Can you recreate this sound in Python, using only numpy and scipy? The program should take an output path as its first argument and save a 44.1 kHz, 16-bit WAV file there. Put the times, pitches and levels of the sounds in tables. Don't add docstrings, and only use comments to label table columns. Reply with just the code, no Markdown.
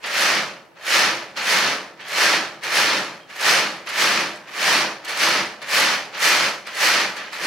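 import sys
import numpy as np
from scipy import signal
from scipy.fft import rfft, irfft
from scipy.io import wavfile
from scipy.ndimage import map_coordinates

SR = 44100
rng = np.random.default_rng(int(sys.argv[2]) if len(sys.argv) > 2 else 0)


def unload_audio(sound):
    columns = np.transpose(np.atleast_2d(sound))
    steps = np.round(np.clip(columns, -1, 1) * 32767)
    wavfile.write(sys.argv[1], SR, steps.astype(np.int16))


N = 328986

# (frequency [Hz], relative spectral density [dB])
AIR_SPECTRUM = [(30, -19), (60, -19), (130, -2.5), (600, -2), (2000, -10), (6000, -26), (15000, -29)]
# (frequency [Hz], time to fall 60 dB [s])
ROOM_DECAY = [(100, 0.39), (700, 0.68), (2000, 0.27), (6000, 0.41), (15000, 0.16)]
# (frequency [Hz], side level [dB re mid])
STEREO_WIDTH = [(60, -20), (200, -21), (400, -20), (700, -15), (1300, -10), (2400, -5.5), (4400, -6),
                (8000, -3), (15000, -5)]
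# (frequency [Hz], bandwidth [Hz], gain [dB])
BODY_MODES = [(134, 35, 3.5), (209, 29, 5.5), (278.4, 9.1, 9), (308, 8.3, 5), (344, 10, 8.5),
              (424.4, 29.06, 7), (543, 20, 6.5), (614, 31, 2), (870, 43, 1.5), (1257, 65, 2), (1710, 21, 0),
              (1760, 75, 2), (4300, 170, 3), (12400, 260, -2)]
# (time [s], frequency [Hz], peak level [dB])
TINKLE_EVENTS = [(2.012, 3180, -36), (2.024, 2616, -38), (2.05, 3150, -42), (3.212, 3187, -46),
                 (3.232, 3200, -45), (3.405, 4300, -32), (4.63, 4310, -23), (5.745, 12060, -31)]
# (frequency [Hz], level [dB re clatter])
RING_PITCHES = [(1300, -25), (1800, -14), (2550, -18), (3200, -26), (4300, -27), (5200, -21), (6000, -18),
                (8400, -38), (9530, -15), (10750, -20), (12030, -24), (14450, -33)]
# (time [s], relative level [dB])
SNAP_EVENTS = [(0.0303, -40), (0.0617, -27.5), (0.8668, -25), (0.8919, -22.5), (1.3662, -33), (2.0067, -46),
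               (2.0836, -32), (2.635, -31), (3.3009, -46), (3.3543, -36), (3.409, -28), (3.8624, -43),
               (3.89, -27), (4.3586, -41), (4.571, -34), (5.0485, -32), (5.0822, -26), (5.1075, -28.5),
               (5.1733, -26), (5.6176, -34.5), (5.6916, -27), (5.7989, -17), (6.1919, -35), (6.6679, -34),
               (6.7496, -33), (7.1646, -37), (7.3259, -35)]
# (frequency [Hz], relative level [dB])
SNAP_SPECTRUM = [(100, -36), (500, 8.5), (2000, 9), (4500, 6), (8000, 5), (12000, 0), (13000, -20),
                 (15500, -22)]
# (frequency [Hz], relative spectral density [dB])
CLATTER_SPECTRUM = [(50, -58), (130, -14), (230, -12.5), (390, -9.5), (600, -2.5), (1100, -1), (1850, 2),
                    (2650, -1), (3600, -6.5), (4600, -5), (6000, -8), (7300, -16.5), (11900, -21),
                    (13000, -28.5), (15500, -32.5)]
# (frequency [Hz], drumming [dB/dB], brightness [dB/dB], clatter level [dB/dB])
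SENSITIVITY = [(100, 0.88, -0.35, -0.28), (277, 1.03, -0.35, 0.061), (520, 0.46, 0.19, -0.16),
               (1080, 0.19, -0.15, -0.023), (1910, -0.17, 0.058, -0.063), (3440, -0.19, -0.14, 0.036),
               (5540, 0.11, 0.12, 0.26), (6960, -0.17, 0.64, 0.034), (8950, 0.42, 1.1, 0.19),
               (13000, -0.25, 1.17, 0.015)]
# (time [s], clatter level [dB], attack [dB/s], fade [dB/s], brightness [dB re clatter])
TUG_EVENTS = [(0.041, -27.5, 1100, 44.0, -27), (0.771, -45.5, 450, 45.0, -25), (1.372, -24, 1100, 61, -19),
              (2.001, -37.5, 550, 29.0, -27), (2.639, -25.5, 800, 25, -17.5), (3.3, -39, 550, 36.0, -18.5),
              (3.871, -29, 1000, 0.0, -21), (4.481, -40.5, 450, 38, -21), (5.05, -33.5, 700, 51.0, -22),
              (5.088, -26.5, 800, 45.0, -16.4), (5.619, -33.0, 1100, 70.0, -24),
              (6.145, -30.5, 600, 20.0, -23), (6.671, -32, 600, 104.0, -22),
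              (7.167, -30.5, 700, 68.0, -22.7), (7.331, -31, 700, 35.0, -16.5)]
# (time of full speed [s], clatter level [dB], last 10 dB of rise [s], hold [s],
# fall [dB/s], drumming [dB re clatter], brightness [dB re clatter])
STROKE_EVENTS = [(0.239, -17.45, 0.12, 0.144, 123.0, -19.5, -15.5),
                 (0.962, -15.55, 0.086, 0.102, 105.0, -21, -15.5),
                 (1.524, -16.75, 0.074, 0.177, 124.0, -19, -15),
                 (2.241, -16.15, 0.11, 0.111, 116.0, -19, -15.5),
                 (2.783, -16.55, 0.066, 0.188, 110.0, -19.5, -15),
                 (3.499, -15.35, 0.088, 0.088, 107.0, -19.5, -15),
                 (4.024, -17.05, 0.068, 0.183, 117.0, -19.5, -14.5),
                 (4.705, -16.35, 0.12, 0.109, 131.0, -18, -16),
                 (5.236, -16.95, 0.062, 0.153, 131.0, -19.0, -15.5),
                 (5.767, -16.35, 0.066, 0.166, 138.0, -20.7, -14),
                 (6.26, -15.35, 0.054, 0.201, 147.0, -22.1, -12.5),
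                 (6.86, -16.25, 0.085, 0.158, 125, -21.7, -14),
                 (7.507, -18.75, 0.087, 0.155, 114.0, -13, -15.5)]

EDGES_HZ = np.geomspace(30 + 500, 16200 + 500, 41) - 500
CENTRES_HZ = (EDGES_HZ[:-1] + EDGES_HZ[1:]) / 2
USUAL_LEVEL_DB, USUAL_DRUMMING_DB, USUAL_BRIGHTNESS_DB = -22.5, -16.5, -15.5


def from_db(db):
    return np.exp(np.asarray(db) * np.log(10) / 20)


def at_hz(table, hz, column=1):
    table = np.array(table)
    return np.interp(np.log(hz), np.log(table[:, 0]), table[:, column])


def per_band(table, column=1):
    return at_hz(table, CENTRES_HZ, column)[:, None]


def air(level_db=-57.5, side_db=-1.5):
    hz = np.maximum(np.fft.rfftfreq(N, 1 / SR), 1)
    white = rng.standard_normal((2, N))
    noise = irfft(rfft(white) * from_db(at_hz(AIR_SPECTRUM, hz)), N)
    return noise / noise.std() * from_db([[level_db], [level_db + side_db]])


def reverberation(clicks, t60, scatter, wet_db=-6.5):
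    retained = from_db(-120 / (t60 * SR))
    energy = signal.lfilter([0, 1 - retained], [1, -retained], clicks ** 2 + 1e-18)
    return from_db(wet_db) * np.sqrt(energy) * scatter


def early_echoes(x, echo_db=-22.0, first_s=.003, last_s=.024, count=10):
    out = x.copy()
    delays = (rng.uniform(first_s, last_s, (2, count)) * SR).astype(int)
    for channel, lags in enumerate(delays):
        for lag in lags:
            out[channel, lag:] += from_db(echo_db) * rng.choice([-1, 1]) * x[channel, :-lag]
    return out


def near_reflection(x, brightness_db, delay_s=.00166, strength=0.37, above_hz=4000):
    far_db, near_db = -30, -12
    nearness = np.clip((brightness_db - far_db) / (near_db - far_db), 0, 1)
    treble = signal.sosfiltfilt(signal.butter(1, above_hz, "high", fs=SR, output="sos"), x)
    return strength * nearness * map_coordinates(treble, [np.arange(N) - delay_s * SR], order=3)


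def body_resonance(x):
    for hz, width_hz, peak_db in BODY_MODES:
        mode = signal.lfilter(*signal.iirpeak(hz, hz / width_hz, fs=SR), x)
        x = x + (from_db(peak_db) - 1) * mode
    return x


def ring_out(*impacts):
    scatter = rng.standard_normal((2, 2, N))
    out = np.zeros((2, N))
    for k, t60 in enumerate(at_hz(ROOM_DECAY, CENTRES_HZ)):
        clicks = np.zeros((2, N))
        for onsets, strengths in impacts:
            clicks[:, onsets] += strengths[:, k]
        band = signal.butter(2, EDGES_HZ[k:k + 2], "band", fs=SR, output="sos")
        out += signal.sosfilt(band, clicks + reverberation(clicks, t60, scatter[k % 2]))
    return out


def tinkles(t60=0.1):
    t = np.arange(SR // 8) / SR
    out = np.zeros(N)
    for start_s, hz, peak_db in TINKLE_EVENTS:
        i = int(start_s * SR)
        out[i:i + len(t)] += np.sin(2 * np.pi * hz * t) * from_db(peak_db - 60 * t / t60)
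    return out


def loose_links(level_db, brightness_db, t60=0.031, detune=0.04, lowest_hz=600, count=260):
    t = np.arange(SR // 12) / SR
    out = np.zeros((2, N + len(t)))
    for hz, ring_db in RING_PITCHES:
        onsets = rng.integers(0, N, count)
        pitch, size, place = rng.standard_normal((count, 3)).T
        near_db = at_hz(SENSITIVITY, hz, column=2) * (brightness_db[onsets] - USUAL_BRIGHTNESS_DB)
        size = size * from_db(level_db[onsets] + ring_db + near_db)
        rings = np.sin(2 * np.pi * np.outer(hz * np.exp(detune * pitch), t)) * from_db(-60 * t / t60)
        sides = place * from_db(at_hz(STEREO_WIDTH, hz))
        for i, ring, side in zip(onsets, size[:, None] * rings, sides):
            out[:, i:i + len(t)] += ring, side * ring
    return signal.sosfilt(signal.butter(2, lowest_hz, "high", fs=SR, output="sos"), out[:, :N] + 1e-18)


def snaps(gain_db=11.5, bounce_s=0.0028, bounce_db=-1.0, side_db=-17.0, count=5):
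    start_s, level_db = np.transpose(SNAP_EVENTS)
    gaps_s = bounce_s * rng.uniform(0.21, 2.3, (len(start_s), count))
    times_s = start_s[:, None] + np.cumsum(gaps_s, axis=1) - gaps_s[:, :1]
    onsets = (times_s * SR).astype(int).ravel()
    impact_db = level_db[:, None] + gain_db + bounce_db * np.arange(count)
    mid = from_db(impact_db.ravel() + per_band(SNAP_SPECTRUM))
    scatter = rng.standard_normal((len(onsets), len(CENTRES_HZ), 2)).T
    return onsets, np.array([mid, mid * from_db(side_db)]) * scatter


def tug(t, peak_db, attack_db_per_s, fade_db_per_s, brightness_db, rattle_s=.14, drumming_db=-21.5):
    release_db = 200 * np.maximum(t - rattle_s, 0)
    level_db = peak_db + np.minimum(attack_db_per_s * t, -fade_db_per_s * t) - release_db
    return np.array([level_db, level_db + drumming_db, level_db + brightness_db])


def stroke(t, peak_db, rise_s, hold_s, fall_db_per_s, drumming_db, brightness_db):
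    rise_curve, sag_db_per_s = 1.85, 23
    near_s, travel_s, far_dulling_db, drumming_db_per_s = 0.018, 0.15, 5.5, 24
    rise_db = 10 * (np.maximum(-t, 0) / rise_s) ** rise_curve
    sag_db = sag_db_per_s * np.clip(t, 0, hold_s)
    fall_db = fall_db_per_s * np.maximum(t - hold_s, 0)
    level_db = peak_db - rise_db - sag_db - fall_db
    table_db = drumming_db + drumming_db_per_s * t
    treble_db = brightness_db - far_dulling_db * np.clip(t, -near_s, travel_s) / travel_s
    return np.array([level_db, level_db + table_db, level_db + treble_db])


def handling(step=32):
    t = np.arange(0, N + step, step) / SR
    moves = [stroke(t - time_s, *row) for time_s, *row in STROKE_EVENTS]
    moves += [tug(t - time_s, *row) for time_s, *row in TUG_EVENTS]
    rest_db = [[-66], [-63], [-85]]
    power = from_db(rest_db) ** 2 + sum(from_db(move) ** 2 for move in moves)
    level_db, table_db, treble_db = [np.interp(np.arange(N) / SR, t, 10 * np.log10(p)) for p in power]
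    return level_db, table_db - level_db, treble_db - level_db


def clatter(level_db, drumming_db, brightness_db, peak_per_s=9000, crowding=.35, gain_db=6.5):
    size_spread_db, hardness_spread_db, widening = 2.0, 1.5, 0.83
    per_s = peak_per_s * from_db(crowding * (level_db - level_db.max()))
    onsets = np.flatnonzero(rng.random(N) < per_s / SR)
    size = from_db(size_spread_db * rng.standard_normal(len(onsets)))
    size *= from_db(level_db[onsets] + gain_db) * np.sqrt(SR / per_s[onsets] / np.mean(size ** 2))
    table_db = per_band(SENSITIVITY) * (drumming_db[onsets] - USUAL_DRUMMING_DB)
    contact_db = brightness_db[onsets] + hardness_spread_db * rng.standard_normal(len(onsets))
    near_db = per_band(SENSITIVITY, column=2) * (contact_db - USUAL_BRIGHTNESS_DB)
    force_db = per_band(SENSITIVITY, column=3) * (level_db[onsets] - USUAL_LEVEL_DB)
    mid = size * from_db(per_band(CLATTER_SPECTRUM) + table_db + near_db + force_db)
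    side = mid * from_db(np.minimum(per_band(STEREO_WIDTH) - widening * near_db, 0))
    scatter = rng.standard_normal((len(onsets), len(CENTRES_HZ), 2)).T
    return onsets, np.array([mid, side]) * scatter


def scene(balance_db=-0.34):
    level_db, drumming_db, brightness_db = handling()
    ringing = loose_links(level_db, brightness_db)
    impacts = ring_out(snaps(), clatter(level_db, drumming_db, brightness_db))
    mid, side = early_echoes(body_resonance(impacts) + ringing) + air()
    mid = mid + near_reflection(mid, brightness_db) + tinkles()
    return np.array([mid + side, mid - side]) * from_db([[balance_db], [-balance_db]])


def record(dry, cutoff_hz=15850):
    return signal.sosfilt(signal.ellip(12, .1, 90, cutoff_hz, fs=SR, output="sos"), dry)


dry = scene()
out = record(dry)
unload_audio(out)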